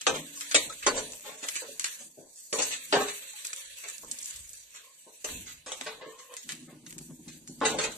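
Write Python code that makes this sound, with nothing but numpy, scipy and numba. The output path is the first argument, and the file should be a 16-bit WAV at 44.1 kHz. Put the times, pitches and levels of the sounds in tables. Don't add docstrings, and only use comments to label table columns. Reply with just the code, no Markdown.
import sys
import numpy as np
from scipy import signal
from scipy.fft import rfft, irfft
from scipy.io import wavfile
from scipy.ndimage import uniform_filter1d
from numba import njit

SR = 44100
rng = np.random.default_rng(int(sys.argv[2]) if len(sys.argv) > 2 else 0)


def bounce(signal):
    frames = np.transpose(np.atleast_2d(signal))
    limited = np.clip(frames, -1, 1)
    pcm = np.round(limited * 32767).astype(np.int16)
    wavfile.write(sys.argv[1], SR, pcm)


def undo_db(level):
    steps = np.asarray(level, float) / 20
    return 10 ** steps


N = 351469

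# pitch_hz, level_db, t60_s
BODY = [(272.5, -12.5, 0.14), (416, -5, 0.083), (445.4, -8.5, 0.36), (520.3, 2, 0.11), (608, -2.5, 0.1),
        (696, -22, 0.045), (757, -14, 0.18), (854, -12.5, 0.16), (1054, -10, 0.19), (1119, -7.5, 0.13)]
# pitch_hz, level_db, t60_s
CLANG = [(1260, -16, 0.15), (1555, -8.5, 0.19), (1965, 5.5, 0.66), (2094, -7, 0.24), (2420, 0, 0.075),
         (2500, -3, 0.21), (3020, -6.5, 0.27), (3660, -11, 0.36), (3635, 13.5, .22), (3734, 5.5, 0.33)]
# pitch_hz, level_db, t60_s
EDGE = [(4410, 5.5, 0.034), (4330, -12.5, 0.19), (4660, -19.5, 0.019), (6376, 2.5, 0.15), (7020, 4, 0.28),
        (7904, -10, 0.15), (7420, -5, 0.25), (7360, 8.5, 0.42), (7540, -13.5, 0.077), (9860, -4.5, 0.076)]
# modes, dense_low_hz, dense_high_hz, dense_level_db, dense_t60_s, unlikeness of the ports
PARTS = ((BODY, 310, 2000, -1.5, 0.36, 1), (CLANG, 1246, 4410, 8.4, 0.19, 1),
         (EDGE, 5250, 9040, 1.2, 0.14, 3.5))
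# pitch_hz, density_db (per Hz)
OIL_SPECTRUM = [(530, -46), (900, -7.5), (1340, -14), (1780, 1), (2150, -5), (2470, 3), (2960, 0.5),
                (4300, 2), (5090, -8), (5970, 0.5), (7660, 7), (9610, 1), (11000, -0.5), (12800, 2),
                (13500, -18)]
# pitch_hz, width_hz, level_db
SIMMER_PEAKS = [(534, 73, 9), (610, 27, -6), (1136, 220, -9.5)]
# pitch_hz, width_hz, level_db
TUB_PEAKS = [(160.2, 21, 5.5), (250, 40, 5.5), (300.5, 53, 0.5), (419.5, 330, -19), (760, 370, -31)]
# pitch_hz, width_hz, level_db
DRAG_PEAKS = [(490, 20, -10), (510, 87, 0.5), (1025, 90, -2.5), (1063, 50, 3.5), (1860, 70, -8),
              (2530, 120, -9.5), (3060, 160, -7)]
# time_s, sizzle_db (oil), spit_db (wet egg)
HEAT = [(0, -59, -60), (.3, -50.5, -59.5), (1.3, -52, -65), (2.02, -50.5, -64), (2.1, -63.5, -81.5),
        (2.515, -53, -76.5), (2.57, -47, -58), (3.3, -49.5, -58.5), (3.75, -48.5, -57.5),
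        (4.05, -52, -68.5), (4.22, -50.5, -59), (4.57, -55, -70), (4.8, -62.5, -72), (5.235, -56, -70.5),
        (5.32, -46.5, -56), (5.63, -65.5, -72.5), (6.5, -60.5, -72), (7.55, -62.5, -78)]
# start_s, hold_s, rumble_db, thud_db
GRIPS = [(0.093, 0.11, -47.5, -76), (0.584, 0.057, -55, -56), (0.858, 0.034, -81, -47),
         (1.03, 0.042, -56.5, -80), (1.23, 0.57, -73, -78), (2.025, 0.042, -63, -80.5),
         (2.687, 0.049, -68.5, -95), (2.93, 0.035, -51.5, -56.5), (3.67, 0.02, -91.5, -66.5),
         (4.041, 0.034, -57, -62), (4.36, 0.041, -80, -52.5), (5.304, 0.087, -52, -44.5),
         (5.816, 0.068, -62, -88), (6.466, 0.33, -63, -67), (6.932, 0.26, -60.5, -60),
         (7.274, 0.13, -58.5, -64), (7.487, 0.02, -83, -70), (7.623, 0.16, -41.5, -50.5),
         (7.78, .3, -63, -69)]
# start_s, peak_db
SLIPS = [(6.456, -47), (6.525, -42), (6.569, -52), (6.619, -41.5), (6.679, -49), (6.723, -43), (6.769, -49),
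         (6.826, -42), (6.869, -44), (6.919, -48), (6.961, -38.5), (7.004, -42), (7.05, -55),
         (7.097, -35.5), (7.193, -40), (7.272, -40), (7.349, -48), (7.419, -44.5), (7.491, -33.5)]
# start_s, hold_s, level_db
DRAGS = [
    (4.858, .045, -63),
    (5.886, 0.01, -65),
    (6, 0.2, -56),
    (6.3, .015, -51.5),
]
# start_s, pitch_hz, level_db, t60_s
HUMS = [(0.069, 285, -47, 1.9), (0.069, 460, -37, .28), (0.069, 1149, -27.5, 0.14), (0.071, 1304, -34, .15),
        (0.076, 517, -34, 0.22), (.548, 544, -30, 0.19), (0.546, 300, -34.5, 0.26),
        (0.699, 1300, -33, 0.083), (0.872, 272, -37.5, 0.39), (.87, 546, -36.5, 0.19),
        (.87, 590, -45.5, .9), (0.969, 429, -37.5, 0.37), (1.25, 850, -47.5, 0.3), (1.36, 619, -53, 0.69),
        (2.003, 580, -54, 0.19), (2.173, 606, -46, 0.22), (2.173, 730, -58, 0.18), (5.06, 640, -57, 0.29),
        (2.53, 263.5, -46.5, 0.9), (2.935, 409, -18.5, 0.35), (2.97, 603, -28.5, 0.2),
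        (2.935, 711, -33.5, 0.25), (2.94, 775, -28.5, 0.3), (2.94, 1060, -31, .3), (.548, 2254, -28, 0.22),
        (.548, 2373, -30, .15), (.548, 3732, -23.5, 0.18), (.868, 4456, -24.5, 0.12),
        (.07, 3785, -31, 0.15), (2.94, 1475, -32.5, 0.24), (.868, 4720, -27, 0.11), (.868, 3800, -28, .1),
        (3.335, 840, -52, 0.13), (6.0, 1060, -47, 0.22), (6.05, 1090, -45, 0.23), (6.05, 490, -45, 0.23),
        (6.29, 1050, -51, .15), (0.369, 1080, -47, 0.086), (7.787, 2020, -31, .12), (7.787, 3550, -33, .15),
        (7.652, 3800, -30, .15), (6.68, 1260, -53.5, 0.11), (6.1, 1800, -46.5, 0.1),
        (6.68, 2116, -56, 0.15), (6.689, 453, -58, 0.26)]
# start_s, peak_db
TICKS = [(.0152, -31), (.524, -28), (1.441, -27), (1.603, -32), (5.371, -36), (6.432, -38), (6.551, -38),
         (6.926, -36), (.375, -32), (.403, -31), (.4094, -28), (1.1343, -30), (1.486, -22), (1.5554, -25),
         (1.569, -23), (1.7963, -20), (1.811, -30), (1.619, -31), (1.197, -36), (1.208, -36), (1.8427, -22),
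         (1.992, -34), (5.7195, -26), (5.8112, -30), (1.8194, -33), (2.6544, -22), (5.247, -28),
         (6.3395, -33), (6.3674, -26), (6.4911, -25), (6.521, -26), (6.9075, -35), (6.982, -33),
         (6.987, -36), (7.476, -35), (7.481, -37)]
# start_s, peak_db
CRUMBS = [(2.359, -38), (3.4506, -27), (3.469, -26), (3.3332, -35), (3.5314, -28), (3.5362, -23),
          (3.5623, -27), (3.6579, -32), (3.785, -34), (3.8851, -25), (3.8994, -27), (3.9818, -29),
          (4.1131, -20), (4.1174, -23), (4.1869, -31), (4.1907, -28), (4.2277, -30), (4.2312, -31),
          (3.8386, -33), (4.2145, -34), (4.7595, -37), (4.243, -33), (4.2575, -27), (4.309, -25),
          (4.3609, -32), (4.4931, -36), (4.5321, -32), (4.0476, -35), (4.7066, -39)]
# start_s, peak_db
SNAPS = [
    (.0677, -11),
    (5.7195, -22),
    (5.7245, -26),
    (5.8112, -27),
    (2.5282, -22),
    (5.289, -31),
]
# start_s, clang_peak_db, body_db, edge_db, contact_ms
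BLOWS = [(0.067, -16.5, -18, -17, 24), (0.135, -30.5, -37, -32, 30.5), (.545, -9.5, -21, -8.5, 21.7),
         (0.696, -34, -42, -33.5, 7.2), (0.8652, -15, -16, -14, 14.3), (.952, -31, -36.5, -27, 27),
         (.975, -27.5, -29, -22, 18), (1.239, -42.5, -48.5, -48, 62), (1.427, -29.5, -39.5, -30.5, 27.8),
         (1.617, -43, -37.5, -41, 15.3), (2.0031, -55, -53.5, -38.5, 26), (2.358, -62.5, -82, -44.5, 30),
         (2.527, -30, -25.5, -21, 27.3), (2.5851, -20.5, -27.5, -19.5, 32.6), (2.6185, -27, -45, -16, 10.2)]
# start_s, clang_peak_db, body_db, edge_db, contact_ms
CHOPS = [
    (2.9248, -14, -17.5, -25.5, 25),
    (2.947, -25.5, -20.5, -30, 26.7),
    (2.999, -28.5, -25.5, -29.5, 26),
    (3.0816, -25.5, -38.5, -28.5, 25.5),
    (3.8374, -32, -48, -40, 24),
]
# start_s, clang_peak_db, body_db, edge_db, contact_ms
RAPS = [(5.2443, -30.5, -34, -24.5, 2.7), (5.662, -38, -40, -35, 10), (5.678, -36, -44.5, -35, 15),
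        (5.7185, -31, -37.5, -27.5, 4), (5.809, -36, -41, -35, 6.3), (5.863, -27.5, -32.5, -38.5, 15),
        (6.012, -39, -40, -86, 22), (7.614, -30, -20.5, -46, 7.4), (7.631, -32.5, -22, -44, 4.5),
        (7.651, -15.5, -23, -17, 16), (7.7414, -38.5, -27.5, -37, 5.1), (7.787, -19.5, -24.5, -21.5, 4.7),
        (7.696, -27, -32, -27, 8), (7.811, -27.5, -37, -25.5, 6), (7.829, -29, -36, -28, 12),
        (7.838, -20, -31, -22, 8.3)]
# start_s, clang_peak_db, edge_db, contact_ms
TAPS = [(0.0112, -34.5, -32.5, 19), (0.347, -62, -38, 60), (0.409, -30.5, -30.5, 27.7),
        (0.513, -24, -25, 17), (0.7232, -36, -37, 4.2), (0.826, -27.5, -41, 24), (1.121, -72, -33.5, 6.4),
        (1.487, -27.5, -25.5, 9.5), (1.556, -25, -25, 29), (1.801, -35, -32, 27), (1.853, -28, -26, 16.6),
        (.462, -39, -45, 15), (3.222, -41, -46, 12), (3.335, -45, -46, 12), (7.606, -46, -43, 5),
        (7.918, -44, -36, 6), (1.843, -22.5, -21.5, 4.3), (2.6532, -44, -36, 57), (2.706, -26, -28, 29.2),
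        (3.4474, -33.5, -32.5, 10), (3.531, -32, -34, 5.4), (3.8807, -34, -36, 20), (4.112, -78, -38, 13),
        (4.244, -60, -32.5, 19), (4.304, -39.5, -39.5, 27), (4.36, -68, -40.5, 23),
        (4.5352, -50, -42.5, 10), (4.741, -39, -40.5, 35), (5.459, -39, -36, 44), (6.183, -44, -41.5, 29),
        (6.366, -40.5, -34.5, 30), (6.4902, -28.5, -31, 27.4), (6.8641, -41.5, -39.5, 12),
        (6.981, -75, -40, 11), (7.28, -41.5, -39, 28), (7.473, -60, -38.5, 28.5)]
# start_s, body_db, clang_db (relative to body), contact_ms
BUMPS = [
    (1.6783, -39.5, -34, 16.2),
    (2.171, -44, -30, 32),
    (4.034, -43.5, -13, 1.7),
    (5.067, -49, -12, 26.6),
    (6.061, -41.5, -26, 10.6),
    (6.308, -57, 8, 39),
    (6.678, -53.5, -2.5, 40),
]
# pitch_hz, level_db
GATE = [(0, -30), (700, -7), (1300, 0), (4200, 0), (4800, 2), (5150, 8), (5500, 1), (6000, -2), (7500, -6),
        (9000, 1), (10600, 9), (12000, 7)]

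LEFT_LAG, TUB_LAG = 16, 1
TUB_FROM_S = 5.6
TOP_HZ = 13200


def level(x):
    return x / np.sqrt(np.mean(x ** 2) + 1e-30)


def curves(table):
    s, *columns = np.transpose(table)
    return [np.interp(np.arange(N) / SR, s, c) for c in columns]


def walk(rate):
    k = int(SR / rate)
    held = np.repeat(rng.standard_normal(int(100 * N / SR)), k)[:N]
    return 1.31 * uniform_filter1d(uniform_filter1d(held, k), k)


def grit(n, spike_db):
    spikes = np.minimum(rng.exponential(size=n), 7)
    return level(rng.standard_normal(n) * undo_db(spike_db * spikes))


def ports(n, unlike, lag):
    shared = rng.standard_normal(n)
    return np.array([np.roll(shared, int(lag)), shared]) + unlike * rng.standard_normal((2, n))


def strokes(start, hold, db, rise_db_s, fall_db_s, rest_db):
    t, out = np.arange(0, N + 64, 64) / SR, 0
    for s, h, d in zip(start, hold, db):
        before, after = np.maximum(s - t, 0), np.maximum(t - s - h, 0)
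        out = out + undo_db(d - rise_db_s * before - fall_db_s * after)
    return np.interp(np.arange(N) / SR, t, 20 * np.log10(out + undo_db(rest_db)))


def opened(rest_db, start, knock_db, rise_s, slope, top_db):
    t = np.arange(0, N + 64, 64) / SR
    age = np.maximum(t - start[:, None], 0) / rise_s
    peak = undo_db(top_db + slope * (knock_db[:, None] + 19))
    swell = np.max(peak * (age * np.exp(1 - age)) ** 2, axis=0)
    return 20 * np.log10(undo_db(rest_db) + np.interp(np.arange(N) / SR, t, swell))


@njit
def svf(x, hz, width):
    y, b, l = np.empty(len(x)), 0., 0.
    g, k = np.tan(np.pi * hz / SR), width / hz
    for i in range(len(x)):
        v = (b + g * (x[i] - l)) / (1 + g * (g + k))
        b, l, y[i] = 2 * v - b, l + 2 * g * v, k * v
    return y


def walls(force, peaks):
    out = 0
    for hz, width, db in peaks:
        hz, width = float(hz), float(width)
        out = out + undo_db(db) * np.array([svf(svf(c, hz, width), hz, 2 * width) for c in force])
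    return level(out)


@njit
def ring(x, pole, left, right):
    out, z = np.zeros((2, len(x))), np.zeros(len(pole), np.complex128)
    for i in range(len(x)):
        for k in range(len(pole)):
            z[k] = z[k] * pole[k] + x[i]
            out[0, i] += (left[k] * z[k]).imag
            out[1, i] += (right[k] * z[k]).imag
    return out


def struck(force, modes, share, unlike, lag, spot_db=3):
    hz, db, t60 = np.transpose(modes)
    t60 = share * np.minimum(t60, np.interp(hz, (1000, 1300, 8000), (.45, .22, .11)))
    spot = rng.standard_normal((4, len(hz)))
    detuned = hz * (1 + np.where(hz > 3000, .015, .004) * spot[0])
    pole = np.exp(2j * np.pi * detuned / SR - np.log(1000) / (t60 * SR))
    right = undo_db(np.minimum(db, 0) + spot_db * spot[1]) * np.exp(2j * spot[2])
    scatter = unlike * np.minimum(hz / 700, 1) * spot[3]
    left = right * np.exp(-2j * np.pi * hz * lag / SR + 1j * scatter)
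    return ring(force + 1e-18, pole, left, right)


def frying(sizzle_db, crackle_db):
    hz_table, db_table = np.transpose(OIL_SPECTRUM)
    pops = np.clip(grit(N, 7), -9, 9) * undo_db(3 * walk(90))
    near = np.array([np.roll(pops, LEFT_LAG), pops])
    crackle, sizzle = 0, 0
    swell = np.clip(.4 * walk(22) + .8 * walk(70), -2, .9)
    for hz in 1000 * 2 ** np.arange(0, 3.75, .2):
        both = 0.77 * near + rng.standard_normal((2, N))
        band = np.array([svf(svf(c, hz, hz / 5), hz, hz / 5) for c in both])
        db = np.interp(np.log(hz), np.log(hz_table), db_table)
        db = db + (2.6 if hz < 9000 else 3.2) * swell + 2.3 * np.clip(walk(25), -3, 1.6)
        lean = 3 * np.clip((hz - 9000) / 3000, -.5, 1)
        band = band * undo_db(db + np.array([[lean], [-lean]]))
        if hz > 4500:
            sizzle = sizzle + band
        else:
            crackle = crackle + band
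    top = signal.ellip(8, .2, 60, TOP_HZ, fs=SR, output="sos")
    return signal.sosfilt(top, level(crackle) * undo_db(crackle_db) + level(sizzle) * undo_db(sizzle_db))


def simmering(spit_db):
    bubbles = ports(N, .6, 0) * undo_db(4.5 * walk(30))
    return walls(bubbles, SIMMER_PEAKS) * undo_db(-74 + 0.94 * (spit_db + 53.0))


def rubbing(rub_db):
    force = grit(N, 2) * undo_db(3 * walk(20))
    return level(struck(force, BODY[1:], 0.11, 1.0, 0, spot_db=-2.5)) * undo_db(rub_db)


def tub(rumble_db, thud_db):
    s, db = np.transpose(SLIPS)
    hold_s = np.full(len(s), 0.0054)
    slip_db = strokes(s + 0.0061, hold_s, db - 9, rise_db_s=1201, fall_db_s=421, rest_db=-120)
    slips = ports(N, .25, 0) * undo_db(1.5 * walk(40))
    low = signal.butter(2, (30, 95), "band", fs=SR, output="sos")
    thud = signal.sosfilt(low, ports(N, .4, 0))
    return walls(slips, TUB_PEAKS) * (undo_db(rumble_db) + undo_db(slip_db)) + level(thud) * undo_db(thud_db - 8.0)


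def dragging():
    stroke_db = strokes(*np.transpose(DRAGS), rise_db_s=308, fall_db_s=259, rest_db=-120)
    jerks = ports(N, 0.41, 0) * undo_db(4.4 * walk(59))
    return walls(jerks, DRAG_PEAKS) * undo_db(stroke_db)


def humming():
    t, out = np.arange(N) / SR, np.zeros(N)
    tremble = undo_db(2.2 * walk(45))
    for s, hz, db, t60 in HUMS:
        start = int(s * SR)
        age = t[:min(int(1.5 * t60 * SR), N - start)]
        envelope = (1 - np.exp(-age / .004)) * 1000 ** (-age / t60)
        out[start:start + len(age)] += undo_db(db) * envelope * np.sin(2 * np.pi * hz * age)
    return signal.sosfilt(signal.butter(4, 200, "high", fs=SR, output="sos"), out * tremble)


def ticks():
    t = np.arange(1024) / SR
    out = np.zeros((2, N))
    # events, low_hz, high_hz, ring_db, pan_db (the lifted blade sings a little to the right)
    kinds = ((TICKS, 1300, 10500, 5, 0), (CRUMBS, 3800, 10500, 14, -2), (SNAPS, 700, 4200, -40, 0))
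    for table, low_hz, high_hz, ring_db, pan_db in kinds:
        band = signal.butter(3, (low_hz, high_hz), "band", fs=SR, output="sos")
        lean = undo_db(np.array([[pan_db], [-pan_db]]) / 2)
        for s, db in table:
            rough = uniform_filter1d(rng.standard_normal(len(t)), size=40) * 6
            tail = np.exp(-t / .006) * undo_db(4 * rough)
            crack = ports(len(t), .6, LEFT_LAG) * (np.exp(-t / .0007) + .35 * tail)
            crack = signal.sosfilt(band, crack)
            crack = crack + undo_db(ring_db) * np.array([svf(c, 7530., 2200.) for c in crack])
            peak = abs(crack.mean(axis=0)).max()
            start = int(s * SR)
            out[:, start:start + len(t)] += crack * lean * undo_db(db) / peak
    return out


def contacts():
    rows = []
    for table, share in ((BLOWS, 0.48), (CHOPS, 0.41), (RAPS, 0.96)):
        rows += [(*row, share) for row in table]
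    rows += [(s, clang, clang - 25.5, edge, ms, 0.19) for s, clang, edge, ms in TAPS]
    rows += [(s, body + under, body, body - 24, ms, 0.62) for s, body, under, ms in BUMPS]
    return np.array(sorted(rows)) * [1, 1, 1, 1, 1e-3, 1]


def knocks():
    t = np.arange(1 << 14) / SR
    out = np.zeros((2, N + len(t)))
    fade = np.clip((t[-1] - t) / 0.11, 0, 1)
    bands = [signal.butter(3, (p[1], p[2]), "band", fs=SR, output="sos") for p in PARTS]
    lag_shares = (.25, 1, 1)
    last_s, last_db = -1, -99
    for s, clang_db, body_db, edge_db, contact, share in contacts():
        contact, share = max(contact, 3e-4), np.clip(share, .05, 1.2)
        rebound = s - last_s < .11 and clang_db < last_db
        skid = rebound or contact > .028 and clang_db < -25
        last_s, last_db = s, clang_db
        rise_s = (.3 if skid else 0.025) * contact
        rattle = (1 - np.exp(-t / rise_s)) * np.exp(-t / contact)
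        tick = (.3 if skid else .9) * np.exp(-t / 0.0013)
        hard = grit(len(t), 3.3) * (rattle + tick)
        push = int(np.clip(1.5 * (body_db - clang_db), 1, 40))
        soft = uniform_filter1d(uniform_filter1d(hard, push), push)
        late = LEFT_LAG if s < TUB_FROM_S else TUB_LAG
        start = max(int((s - .001) * SR), 0)
        forces = soft, hard, hard
        levels_db = body_db - 6.0, clang_db - 10.5, edge_db - 8.5
        for settings, force, band, db, lag_share in zip(PARTS, forces, bands, levels_db, lag_shares):
            modes, _, _, dense_db, t60, unlike = settings
            lag = lag_share * late
            dense = signal.sosfilt(band, ports(len(t), unlike, lag)) * 1000 ** (-t / (share * t60))
            dense = irfft(rfft(dense, 2 * len(t)) * rfft(force, 2 * len(t)))[:, :len(t)]
            part = level(struck(force, modes, share, unlike, lag)) + undo_db(dense_db) * level(dense)
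            onset = np.sqrt(np.mean(part[:, :SR // 50] ** 2))
            out[:, start:start + len(t)] += part * fade * undo_db(db) / onset
    return signal.sosfilt(signal.butter(3, (140, 9200), "band", fs=SR, output="sos"), out[:, :N])


def scene():
    heat_db, spit_db = curves(HEAT)
    start, clang_db, body_db, edge_db = contacts().T[:4]
    sizzle_db = opened(heat_db, start, edge_db, rise_s=0.046, slope=0.58, top_db=-48.5)
    crackle_db = opened(spit_db, start, clang_db, rise_s=0.045, slope=0.76, top_db=-53)
    rub_db = opened(-79.5, start, body_db, rise_s=0.073, slope=0.99, top_db=-45)
    s, hold, rumble_db, thud_db = np.transpose(GRIPS)
    rumble_db = strokes(s, hold, rumble_db, rise_db_s=390, fall_db_s=119, rest_db=-86)
    thud_db = strokes(s, hold, thud_db, rise_db_s=390, fall_db_s=79, rest_db=-86)
    pan = frying(sizzle_db + 4.5, crackle_db + 9.0) + simmering(spit_db + 8.5) + rubbing(rub_db)
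    plastic = tub(rumble_db, thud_db) + dragging()
    return pan + plastic + humming() + ticks() + knocks()


def drop_weak_lines(x, size=1024):
    n, k = np.arange(2 * size), np.arange(size)
    line_hz = k * SR / (2 * size)
    window = np.sin(np.pi * (n + .5) / (2 * size))[:, None]
    basis = window * np.cos(np.pi / size * np.outer(n + .5 + size / 2, k + .5))
    x = np.pad(x, ((0, 0), (size, 2 * size - N % size)))
    halves = x.reshape(2, -1, size)
    lines = np.concatenate([halves[:, :-1], halves[:, 1:]], axis=2) @ basis
    power = uniform_filter1d(np.mean(lines ** 2, axis=0), size=16, axis=1)
    mask = np.exp(uniform_filter1d(np.log(power + 1e-20), size=120, axis=1) / 2)
    patch = uniform_filter1d(rng.standard_normal((len(mask), size // 16)), size=4, axis=0)
    gate_db = np.interp(line_hz, *np.transpose(GATE)) + 9 * np.repeat(patch, 16, axis=1)
    step = mask * undo_db(gate_db)
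    blocks = np.mean(np.diff(x, prepend=0).reshape(2, -1, 8, size // 8) ** 2, axis=(0, 3))
    sudden = blocks.max(axis=1) > 5 * np.median(blocks, axis=1)
    energy = np.sum(halves ** 2, axis=(0, 2))
    sudden[1:] |= energy[1:] > 8 * energy[:-1]
    calm = ~(sudden[1:] | sudden[:-1])
    floor = np.mean(power, axis=1, keepdims=True) * undo_db(2 * -14)
    buried = (power < floor) & (line_hz > 9000)
    passed = (abs(lines) > step) & (line_hz < TOP_HZ)
    lines = lines * (passed | ~calm[:, None]) * ~buried
    frames = lines @ basis.T * 2 / size
    return (frames[:, :-1, size:] + frames[:, 1:, :size]).reshape(2, -1)[:, :N]


def roll_off(x):
    return signal.sosfilt(signal.butter(12, 14430, fs=SR, output="sos"), x)


def record(dry):
    soft_top = signal.butter(2, 1.1 * TOP_HZ, fs=SR, output="sos")
    mix = signal.sosfilt(soft_top, drop_weak_lines(dry)) * undo_db(np.array([[.35], [-.35]]))
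    return roll_off(mix)


dry = scene()
out = record(dry)
bounce(out)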